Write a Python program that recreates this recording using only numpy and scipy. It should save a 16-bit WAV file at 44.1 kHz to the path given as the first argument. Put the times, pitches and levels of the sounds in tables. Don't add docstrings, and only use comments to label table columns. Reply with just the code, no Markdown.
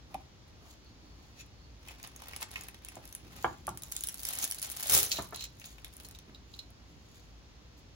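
import sys
import numpy as np
from scipy import signal
from scipy.fft import rfft, irfft, next_fast_len
from scipy.io import wavfile
from scipy.ndimage import uniform_filter1d

SR = 44100
rng = np.random.default_rng(int(sys.argv[2]) if len(sys.argv) > 2 else 0)


def master_out(mix):
    frames = np.transpose(np.atleast_2d(mix))
    ceiling = np.clip(frames, -1, 1)
    pcm = np.round(ceiling * 32767).astype(np.int16)
    wavfile.write(sys.argv[1], SR, pcm)


N = 350586
HZ = np.fft.rfftfreq(2048, 1 / SR)

# pitch_hz, level_db
WALL_TONE = [(150, -2.5), (330, -1), (500, -4), (800, 2.5), (1150, 0), (1600, -1), (2550, 1), (3300, -2.5),
             (5000, -5.5), (9000, -8)]
# pitch_hz, level_db
THUD_TONE = [(40, -36), (90, 7), (150, -1.5), (350, -3.5), (550, -30.5), (1200, -42.5)]


def bag():
    # peak_s, level_db, rise_s, fall_s
    squeezes = [(2.4, -63.5, 0.4, .8), (3.1, -56, 0.15, 0.18), (3.97, -45.5, 0.25, 0.4),
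                (4.09, -58, 0.06, 0.18), (4.29, -36.5, 0.21, 0.35), (4.445, -32, 0.2, 0.027),
                (4.517, -45.5, 0.066, 0.029), (4.645, -38, 0.068, 0.086), (4.87, -36.5, 0.56, 0.023),
                (5.14, -38, 0.073, 0.19), (5.42, -54, 0.23, .06), (5.67, -54, 0.16, 0.13),
                (6.04, -52.5, 0.29, 0.16)]
    # peak_s, level_db, rise_s, fall_s
    shakes = [(4.899, -28.5, 0.0044, .05), (4.95, -20, 0.0743, 0.12)]
    # peak_s, level_db, rise_s, fall_s
    flaps = [(4.96, -39.5, 0.076, 0.097)]
    # pitch_hz, level_db
    sheet_tone = [(80, -26), (230, 0.5), (330, -1.5), (480, -3.5), (750, 3), (1100, -1), (1700, -3.5),
                  (2700, -1.5), (4000, 1.5), (5500, -7), (8000, -39)]
    puff_tone = [(30, -10), (70, 2), (130, 2.5), (230, -11.5), (400, 2), (550, -5.5), (1200, -19)]
    squeeze, shake = strokes(squeezes), strokes(shakes)
    fine = crinkle(squeeze ** 1.125, level_db=1.5, per_s=310, spread_db=5.5, ring_s=0.0034, focus_db=7.5)
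    coarse = crinkle(squeeze ** 0.78, level_db=-19.5, per_s=31, spread_db=-0.5,
                     ring_s=0.006, focus_db=9.5)
    rush = crinkle(shake, level_db=1.0, per_s=660, spread_db=4.0)
    drag = friction((squeeze + shake) ** 1.12, sheet_tone, level_db=-9.5, grain_db=5.5, unlike=1.8)
    flap = friction(strokes(flaps), puff_tone, level_db=3.0, grain_db=2.5, unlike=0.35)
    return fine + coarse + rush + drag + flap


def crinkle(effort, level_db, per_s, spread_db, ring_s=0.0094, focus_db=8, count=24):
    out = np.zeros((2, N))
    flurry, drift = [evened(uniform_filter1d(x, size=800)) for x in rng.standard_normal((2, N))]
    light_touch, flurry_db = amp(-55.5), 4
    rate = per_s * (effort / light_touch) ** 0.39 * amp(flurry_db * flurry)
    draw, scatter, chance = rng.random((3, N))
    pick = ((drift + scatter) / 2 % 1 * count).astype(int) % count
    creases = [evened(crease(hz, ring_s, focus_db)) for hz in np.geomspace(2500, 15000, count)]
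    for i in np.flatnonzero(draw < rate / SR):
        size_db = spread_db * min(-np.log(chance[i]), 3.0)
        add(out, i / SR, creases[pick[i]] * amp(size_db))
    power = abs(uniform_filter1d((out ** 2).mean(0), size=3000))
    return amp(level_db) * effort * out / np.sqrt(power + .05)


def crease(pitch_hz, ring_s, focus_db):
    # pitch_hz, level_db
    film_tone = [(100, -27), (600, -12), (1500, 1.5), (2800, 0.5), (4500, 0), (6500, 6), (8500, 10),
                 (11000, 7.5), (15500, 8.5)]
    panel_hz, facet_hz = rng.uniform([1200, 5500], [5000, 15500])
    peaks = focus_db * bump(pitch_hz, .07) + 7 * bump(panel_hz, .1) + 9 * bump(facet_hz, .04)
    return tint(burst(ring_s, unlike=1.0, size=900), read(film_tone, HZ) + peaks)


def snaps(level_db=5, gap_s=0.003, step_db=-11):
    # start_s, level_db, pitch_hz
    snaps_and_ticks = [(.144, -38.5, 10500), (.479, -55, 11000), (.846, -58, 9100), (1.463, -53, 10500),
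                       (1.8842, -36, 7160), (2.0291, -36, 6600), (2.074, -36.5, 6640), (2.162, -34, 6470),
                       (2.2205, -44, 4150), (2.284, -34.5, 4640), (2.363, -26, 10300), (2.4112, -30, 10600),
                       (2.419, -37, 10500), (2.4276, -26, 4100), (2.5085, -43, 4500), (2.5148, -34.5, 4500),
                       (2.539, -39, 10300), (2.61, -32, 6800), (2.636, -35.5, 10400), (2.685, -31, 9500),
                       (2.8485, -32, 9700), (2.886, -32.5, 10400), (2.955, -38.5, 6800),
                       (3.054, -36, 11200), (3.0764, -39, 10200), (3.126, -33.5, 11800),
                       (3.1502, -28, 10000), (3.365, -40, 6500), (3.426, -33.5, 6400),
                       (3.6687, -28.5, 10300), (3.691, -28, 7700), (3.774, -30, 9600), (3.8216, -30, 9600),
                       (3.8345, -27, 6900), (3.9168, -31, 10000), (3.9216, -21, 6500),
                       (3.9651, -20.5, 6860), (3.9845, -42, 7500), (4.008, -27, 10500),
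                       (4.0368, -20, 10200), (4.042, -31, 3850), (4.0597, -39, 9800), (4.0716, -23, 10800),
                       (4.0865, -23, 10300), (4.093, -26, 7500), (4.1428, -27.5, 11800),
                       (4.1936, -32, 5940), (4.2328, -28, 11400), (4.2517, -20, 10800), (4.267, -33, 11500),
                       (4.2881, -21.5, 11700), (4.307, -29, 10600), (4.334, -23, 7680),
                       (4.3517, -30, 10100), (4.387, -24, 11100), (4.426, -22, 6490), (4.4417, -19, 10700),
                       (4.45, -21, 10600), (4.4767, -29, 9800), (4.502, -28, 11400), (4.5118, -19.5, 10500),
                       (4.522, -22.5, 10700), (4.546, -26.5, 10700), (4.586, -28.5, 10480),
                       (4.617, -27, 11140), (4.622, -29, 9500), (4.627, -20.5, 10400), (4.7002, -26, 11160),
                       (4.717, -25.5, 10480), (4.798, -28, 10100), (4.827, -22.5, 11500),
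                       (4.8316, -23, 9700), (4.8707, -22.5, 10000), (4.881, -26, 7000),
                       (4.8971, -13.5, 10100), (4.923, -13.5, 14500), (4.9491, -7, 6900),
                       (4.976, -11.5, 7290), (5.0302, -13.5, 3970), (5.049, -25, 11000), (5.063, -27, 6040),
                       (5.223, -29.5, 6700), (5.36, -29, 6600), (5.4402, -29, 5530), (5.598, -38, 6200),
                       (5.6587, -36, 6600), (5.8459, -30.5, 3830), (5.9374, -43, 9440),
                       (5.9672, -36.5, 9800), (6, -42, 11000), (6.0524, -39, 6600), (6.0867, -37, 4350),
                       (6.111, -37, 4030), (6.158, -53, 10600), (6.188, -41.5, 3920), (6.591, -44, 12000),
                       (6.704, -48.5, 10500)]
    out = np.zeros((2, N))
    for start_s, snap_db, pitch_hz in snaps_and_ticks:
        for k in range(3):
            click = crease(pitch_hz * 2 ** (k * rng.uniform(-.3, .3)), ring_s=.005, focus_db=9)
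            delay_s = k * gap_s * rng.uniform(.5, 1.1)
            add(out, start_s + delay_s, peaked(click, snap_db + level_db + k * step_db))
    return out


def case_knocks(level_db=-20, contact_s=0.00215):
    # start_s, level_db, pitch_hz, drop_db (per octave away from that pitch), crack_db, thud_db,
    # bounce_s, bounce_db, room_db
    knocks = [(.1437, -29, 790, 45, -42, -45.5, 0.00479, -0.5, -5),
              (2.967, -37.5, 620, 14, -52, -51, 0.019, -11.5, 1.5),
              (3.443, -16.5, 865, 9, -23, -38.5, .017, -8, 0.5),
              (3.678, -24, 1000, 11.5, -38, -44.5, 0.018, -13, -1.5)]
    # pitch_hz, level_db, ring_s
    case_notes = [(139, -13, .1), (233, -6, 0.055), (353, -3.5, 0.079), (510, -4, 0.036), (671, -6, 0.042),
                  (744, 1, 0.025), (831, -1, 0.027), (915, 8, 0.013), (960, -2, 0.024), (1030, -18, 0.034),
                  (1110, -8, 0.031), (1178, -2, 0.039), (1380, 4, 0.02), (1630, -6, 0.024),
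                  (1646, -4, 0.027)]
    # pitch_hz, level_db
    crack_tone = [(200, -13), (900, 7), (1700, 8.5), (3300, 2.5), (3900, -19.5), (12000, -29)]
    out, t = np.zeros((2, N)), np.arange(SR // 8) / SR
    note_hz, note_db, ring_s = np.transpose(case_notes)[:, :, None]
    for start_s, knock_db, pitch_hz, drop_db, crack_db, thud_db, bounce_s, bounce_db, room_db in knocks:
        hit = np.zeros((2, SR // 2))
        weight_db = note_db - drop_db * abs(np.log2(note_hz / pitch_hz))
        for delay_s, blow_db in [(0, 0), (bounce_s, bounce_db)]:
            ring = ringing(t, note_hz, weight_db, ring_s, unlike=0.34)
            ring *= 1 - np.exp(-(t / contact_s) ** 4)
            add(hit, delay_s, amp(knock_db + level_db + blow_db) * evened(ring))
        crack = tint(burst(ring_s=0.01, unlike=0.57), read(crack_tone, HZ))
        thud = tint(burst(ring_s=0.35, unlike=0.1, size=5000), read(THUD_TONE, HZ))
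        add(hit, contact_s, peaked(crack, crack_db))
        add(hit, contact_s, peaked(thud, thud_db))
        add(out, start_s, room(hit, near_db=room_db - 6, tail_db=room_db - 8))
    return out


def figure_clinks(bounce_s=.008, bounce_db=-9, right_db=2.5):
    # start_s, level_db, pitch_hz, click_db
    clinks = [(5.11, -26, 4200, -3), (5.1161, -14, 4340, -0.5), (5.1238, -21, 3960, 5),
              (5.17, -34, 3900, -8), (5.3444, -28.5, 4100, -3.5), (5.372, -38, 4050, -20),
              (5.393, -34, 4000, -20), (5.408, -29, 4100, 0), (5.424, -32, 4100, -10), (5.44, -26, 4100, 5),
              (6.047, -39, 4190, -2), (6.148, -39.5, 3760, -6), (6.346, -39.5, 3870, -16),
              (6.538, -38, 4040, -22), (6.59, -32.5, 4090, -14)]
    # pitch_hz, level_db
    click_tone = [(200, -13), (1400, -18), (2600, -2), (4200, -9), (6500, 1), (9000, -13.5), (15500, -7)]
    out = np.zeros((2, N))
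    for start_s, level_db, pitch_hz, click_db in clinks:
        for k in range(2):
            ring = figure_ring(pitch_hz)
            click = tint(burst(ring_s=0.031, unlike=0.8, size=ring.shape[1]), read(click_tone, HZ))
            clink = peaked(ring, 0) + peaked(click, click_db + 7)
            delay_s = k * bounce_s * rng.uniform(0.91, 1.5)
            add(out, start_s + delay_s, peaked(clink, level_db + k * bounce_db))
    return out * amp([[-right_db / 2], [right_db / 2]])


def figure_ring(pitch_hz, contact_s=0.0019):
    # pitch_ratio, level_db, ring_s
    figure_notes = [(.71, -15, 0.021), (.815, -12, 0.017), (.93, -10, .026), (1.001, -6, 0.036),
                    (1.07, -7, .02), (1.23, -11.5, .02), (1.3, -13.5, 0.02), (1.62, -20, .02)]
    t = np.arange(3000) / SR
    ratio, level_db, ring_s = np.transpose(figure_notes)[:, :, None]
    return ringing(t, pitch_hz * ratio, level_db, ring_s, unlike=0.72) * (1 - np.exp(-t / contact_s))


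def figure_rattle(level_db=-7, pitch_hz=4020, per_s=260):
    # peak_s, level_db, rise_s, fall_s
    slides = [(5.165, -44, 0.082, 0.081), (5.365, -54, 0.035, 0.11), (5.435, -49, 0.12, 0.048)]
    # pitch_hz, level_db
    slide_tone = [(1000, -11), (2900, 0.5), (3500, -2.5), (4050, 8.5), (4600, -5), (7200, -0.5),
                  (8500, -15), (15000, -13)]
    rings, effort = np.zeros((2, N)), strokes(slides)
    moving = effort > effort.max() / 30
    for i in np.flatnonzero((rng.random(N) < per_s / SR) & moving):
        add(rings, i / SR, figure_ring(pitch_hz * rng.uniform(.965, 1.035)))
    scrape = friction(effort, slide_tone, level_db=3, grain_db=5.5, unlike=0.93)
    return amp(level_db) * effort * rings / rings[:, moving].std() + scrape


def figure_landings():
    # start_s, level_db
    landings = [(5.1863, -27), (5.324, -32.5)]
    # pitch_hz, level_db
    pat_tone = [(40, -7), (80, 0), (140, 1), (220, -7), (420, -4.5), (700, -3.5), (1050, -2.5), (1450, -7),
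                (1800, -13), (2500, -22), (5000, -51)]
    out = np.zeros((2, N))
    for start_s, level_db in landings:
        pat = tint(burst(ring_s=0.078, unlike=0.61, size=4000), read(pat_tone, HZ))
        add(out, start_s, peaked(pat, level_db))
    return out


def ticks():
    # start_s, level_db, pitch_hz, boost_db (at that pitch)
    taps = [(0.1427, -35, 2590, 13), (1.8743, -40, 2510, 1), (1.886, -37, 2600, 22),
            (1.9982, -40.5, 2030, 5), (2.0385, -33, 1110, 3), (2.1922, -45, 5180, 11),
            (2.2195, -34.5, 900, 11.5), (2.2854, -40, 1170, 10), (2.3331, -31, 2230, 11),
            (2.349, -51, 2300, 12), (2.3626, -29, 1500, -6), (2.4268, -36, 1530, 21),
            (2.4884, -44, 1650, 8), (2.5575, -25, 2460, 16.5), (2.6852, -37.5, 2260, 16),
            (2.744, -36.5, 1190, 3), (2.886, -40.5, 2640, 18), (2.9186, -43, 930, 4),
            (3.039, -45, 1480, 12), (5.6151, -40, 2520, 15), (5.6415, -36.5, 4130, 11),
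            (5.782, -41.5, 2630, 9.5), (5.845, -36.5, 3740, 17), (5.866, -42, 2700, 8), (6.0, -39, 3000, 8),
            (6.188, -41.5, 3600, 5)]
    out = np.zeros((2, N))
    for start_s, level_db, pitch_hz, boost_db in taps:
        tone_db = read(WALL_TONE, HZ) + boost_db * bump(pitch_hz, octaves=0.43)
        tick = tint(burst(ring_s=0.02, unlike=1.0), tone_db)
        add(out, start_s, peaked(tick, level_db))
    return out


def fingers():
    # peak_s, level_db, rise_s, fall_s
    digs = [(1.9, -55.5, 0.092, 0.1), (2.046, -54, 0.066, 0.052), (2.29, -55.5, 0.24, 0.15),
            (2.35, -72.5, 0.056, .09), (2.428, -44.5, 0.032, 0.014), (2.565, -52, 0.11, 0.16),
            (2.87, -64, 0.14, 0.65), (3.41, -62, 0.45, 0.3)]
    rubs = [(.712, -70, 0.083, 0.062), (1.27, -80, .25, .15), (3.43, -67.5, 0.15, 0.24),
            (5.664, -67, 0.15, 0.15), (6.55, -73, 0.091, 0.13), (6.9, -84, .1, .15),
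            (7.17, -75.5, 0.23, 0.18), (7.78, -77, .02, 0.056)]
    skids = [(1.411, -49.5, 0.046, 0.017)]
    # pitch_hz, level_db
    skin_tone = [(200, -24), (1000, -4.5), (2600, 0.5), (4500, 4), (5500, -6), (6900, 8.5), (9000, -8),
                 (12000, -1), (15500, -4)]
    edge_tone = [(800, -7), (2250, -1), (2600, 9), (3000, -4), (4000, 2), (5400, -4), (6000, 6), (6450, -9),
                 (6950, 6), (7600, -6), (11000, -6), (15500, -9)]
    dig = friction(strokes(digs), WALL_TONE, level_db=5.5, grain_db=7.5, unlike=1.9)
    rub = friction(strokes(rubs), skin_tone, level_db=13.0, grain_db=4.5, unlike=0.41)
    skid = friction(strokes(skids), edge_tone, level_db=3.5, grain_db=2.0, unlike=2.8)
    return dig + rub + skid


def shuffling():
    # peak_s, level_db, rise_s, fall_s
    shifts = [(.12, -58, .08, .15), (.9, -55.5, 0.12, .12), (1.07, -59, .1, .14), (1.55, -62, 0.62, 0.4),
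              (2.55, -58.5, .15, 0.26), (3.0, -59, 0.078, 0.13), (3.27, -50.5, .12, 0.35),
              (3.71, -46.5, 0.092, 0.11), (6.4, -60.5, 0.34, 0.24), (6.92, -57.5, 0.13, .3),
              (7.08, -58.5, .1, 0.17), (7.24, -66, 0.12, 0.25), (7.62, -65, 0.14, 0.28)]
    brushes = [(.12, -57.5, 0.039, 0.05), (.21, -65, 0.044, 0.087), (.49, -69, .05, .1),
               (.675, -62, 0.13, 0.072), (1.06, -69.5, 0.12, .12), (1.3, -71, 0.22, .2),
               (3.0, -67, .05, 0.067), (3.37, -62, 0.11, 0.054), (3.85, -59.5, 0.063, .15)]
    drags = [(.63, -62, .08, .1), (1.15, -65, .2, 0.46), (1.65, -69.5, 0.16, .15), (2.4, -61, 0.22, 0.13),
             (3.25, -61, 0.09, 0.3), (5.85, -64, 0.11, 0.11), (5.99, -58, 0.096, 0.26),
             (6.3, -58, 0.1, 0.095), (6.55, -66, .05, .1), (6.8, -66, .08, .18), (7.3, -69, .2, 0.22),
             (7.62, -68, .08, .15)]
    # pitch_hz, level_db
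    hollow_tone = [(150, -5), (350, -10), (550, -8), (760, 2), (1150, -3.5), (1600, -13), (4000, -21)]
    cloth_tone = [(80, -4), (230, 3), (340, 4), (520, -12), (1050, -6.5), (1700, -11), (5000, -30)]
    shift = friction(strokes(shifts), THUD_TONE, level_db=-2.5, grain_db=7.0, unlike=0.49)
    brush = friction(strokes(brushes), hollow_tone, level_db=0.5, grain_db=1.5, unlike=0.6)
    drag = friction(strokes(drags), cloth_tone, level_db=-1, grain_db=6, unlike=0.27)
    return shift + brush + drag


def whistle():
    # peak_s, level_db, rise_s, fall_s
    swells = [(.87, -68, 0.098, 0.1), (1.09, -73, 0.24, 0.56), (1.64, -72, 0.3, 0.15)]
    # pitch_hz, level_db
    whistle_tone = [(3000, -40), (4200, -22), (4420, -11), (4680, -24), (6500, -43)]
    return friction(strokes(swells), whistle_tone, level_db=1.5, grain_db=2.0, unlike=0.94)


def room(x, near_db, tail_db, count=9):
    # pitch_hz, fade_s
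    fade_times = [(150, 0.6), (500, 0.25), (1300, 0.28), (2400, 0.22), (4200, 0.21), (9000, 0.15),
                  (15000, 0.06)]
    early = np.zeros((2, SR // 2))
    for side in early:
        delay_s = rng.uniform(.001, .014, count)
        side[(delay_s * SR).astype(int)] = rng.choice([-1, 1], count) * np.exp(-delay_s / 0.011)
    hz, t, noise = signal.stft(rng.standard_normal(early.shape), SR, nperseg=256)
    fade = amp(-60 * t / read(fade_times, hz)[:, None])
    tail = signal.istft(noise * fade, SR)[1][:, :SR // 2]
    tail *= np.clip(np.arange(SR // 2) / SR / 0.0016, 0, 1) ** 2
    echo = sum(amp(db) * part / np.linalg.norm(part, axis=1, keepdims=True)
               for db, part in [(near_db, early), (tail_db, tail)])
    return x + signal.oaconvolve(x, echo, axes=1)[:, :x.shape[1]]


def room_rumble(level_db=-52.5):
    # pitch_hz, level_db
    rumble_tone = [(20, -24), (38, -17.5), (47, -10), (55, 4.5), (66, -4), (120, -9), (180, -15.5),
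                   (290, -16), (420, -22), (600, -25), (1500, -30.5), (4500, -33), (7000, -37.5),
                   (9000, -50), (15500, -48.5)]
    size = next_fast_len(N, True)
    gain = amp(read(rumble_tone, np.fft.rfftfreq(size, 1 / SR)))
    spectrum = rfft(rng.standard_normal((2, size))) * gain
    return amp(level_db) * evened(irfft(spectrum, size)[:, :N])


def microphones(x, lag):
    # pitch_hz, gain_db
    width = [(60, -12.5), (125, -9), (300, -8.5), (700, 0.5), (1500, -2.5), (6000, 3.5), (8500, -9.5),
             (16000, -11)]
    mid = (x[0] + x[1]) / 2
    side = tint((x[:1] - x[1:]) / 2, read(width, HZ))[0]
    return np.array([np.roll(mid + side, lag), mid - side])


def strokes(moves):
    t = np.arange(0, N, 32) / SR
    power = sum(amp(level_db - 20 * np.maximum((peak_s - t) / rise_s, (t - peak_s) / fall_s)) ** 2
                for peak_s, level_db, rise_s, fall_s in moves)
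    return np.interp(np.arange(N) / SR, t, np.sqrt(power))


def friction(effort, tone, level_db, grain_db, unlike):
    noise = rng.standard_normal((4, N))
    slips = amp(grain_db * np.minimum(evened(uniform_filter1d(noise[3], size=260)), 1.3))
    hiss = tint((noise[2] + unlike * noise[:2]) * slips, read(tone, HZ))
    return amp(level_db) * effort * evened(hiss)


def ringing(t, pitch_hz, level_db, ring_s, unlike):
    phase = 2 * np.pi * rng.random(pitch_hz.shape) + unlike * rng.standard_normal((2, *pitch_hz.shape))
    return (amp(level_db - 60 * t / ring_s) * np.sin(2 * np.pi * pitch_hz * t + phase)).sum(1)


def burst(ring_s, unlike, rise_s=.00028, size=1500):
    t = np.arange(size) / SR
    noise = rng.standard_normal((3, size))
    return (noise[0] + unlike * noise[1:]) * (1 - np.exp(-t / rise_s)) * amp(-60 * t / ring_s)


def tint(x, db):
    log_gain = np.log(amp(np.maximum(np.r_[db, db[-2:0:-1]], -100)))
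    response = np.exp(np.conj(signal.hilbert(log_gain)))
    taps = np.fft.ifft(response).real[:len(HZ)]
    return signal.oaconvolve(x, taps[None], axes=1)[:, :x.shape[1]]


def bump(pitch_hz, octaves):
    return 1 / (1 + (np.log2((HZ + 1) / pitch_hz) / octaves) ** 2)


def read(points, hz):
    pitch_hz, value = np.transpose(points)
    return np.interp(np.log(hz + 1), np.log(pitch_hz + 1), value)


def amp(db):
    return 10 ** (np.asarray(db) / 20)


def evened(x):
    return x / np.sqrt(np.mean(x ** 2) + 1e-20)


def peaked(x, db):
    return amp(db) * x / abs(x).max(1).mean()


def add(mix, start_s, sound):
    part = mix[:, max(round(start_s * SR), 0):][:, :sound.shape[1]]
    part += sound[:, :part.shape[1]]


def scene():
    close = room(bag() + ticks() + fingers() + whistle() + shuffling(), near_db=-9.5, tail_db=-8.0)
    close += room(snaps(), near_db=-10, tail_db=-8.5)
    figure = room(figure_clinks() + figure_rattle(), near_db=-11.5, tail_db=-11)
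    table = case_knocks() + room(figure_landings(), near_db=-5.5, tail_db=-5.5)
    return (microphones(close + room_rumble(), lag=8) + microphones(figure, lag=12)
            + microphones(table, lag=-4))


def record(dry):
    low_pass = signal.firwin(401, 15950, window=("kaiser", 8), fs=SR)
    return signal.oaconvolve(dry, low_pass[None], "same")


dry = scene()
out = record(dry)
master_out(out)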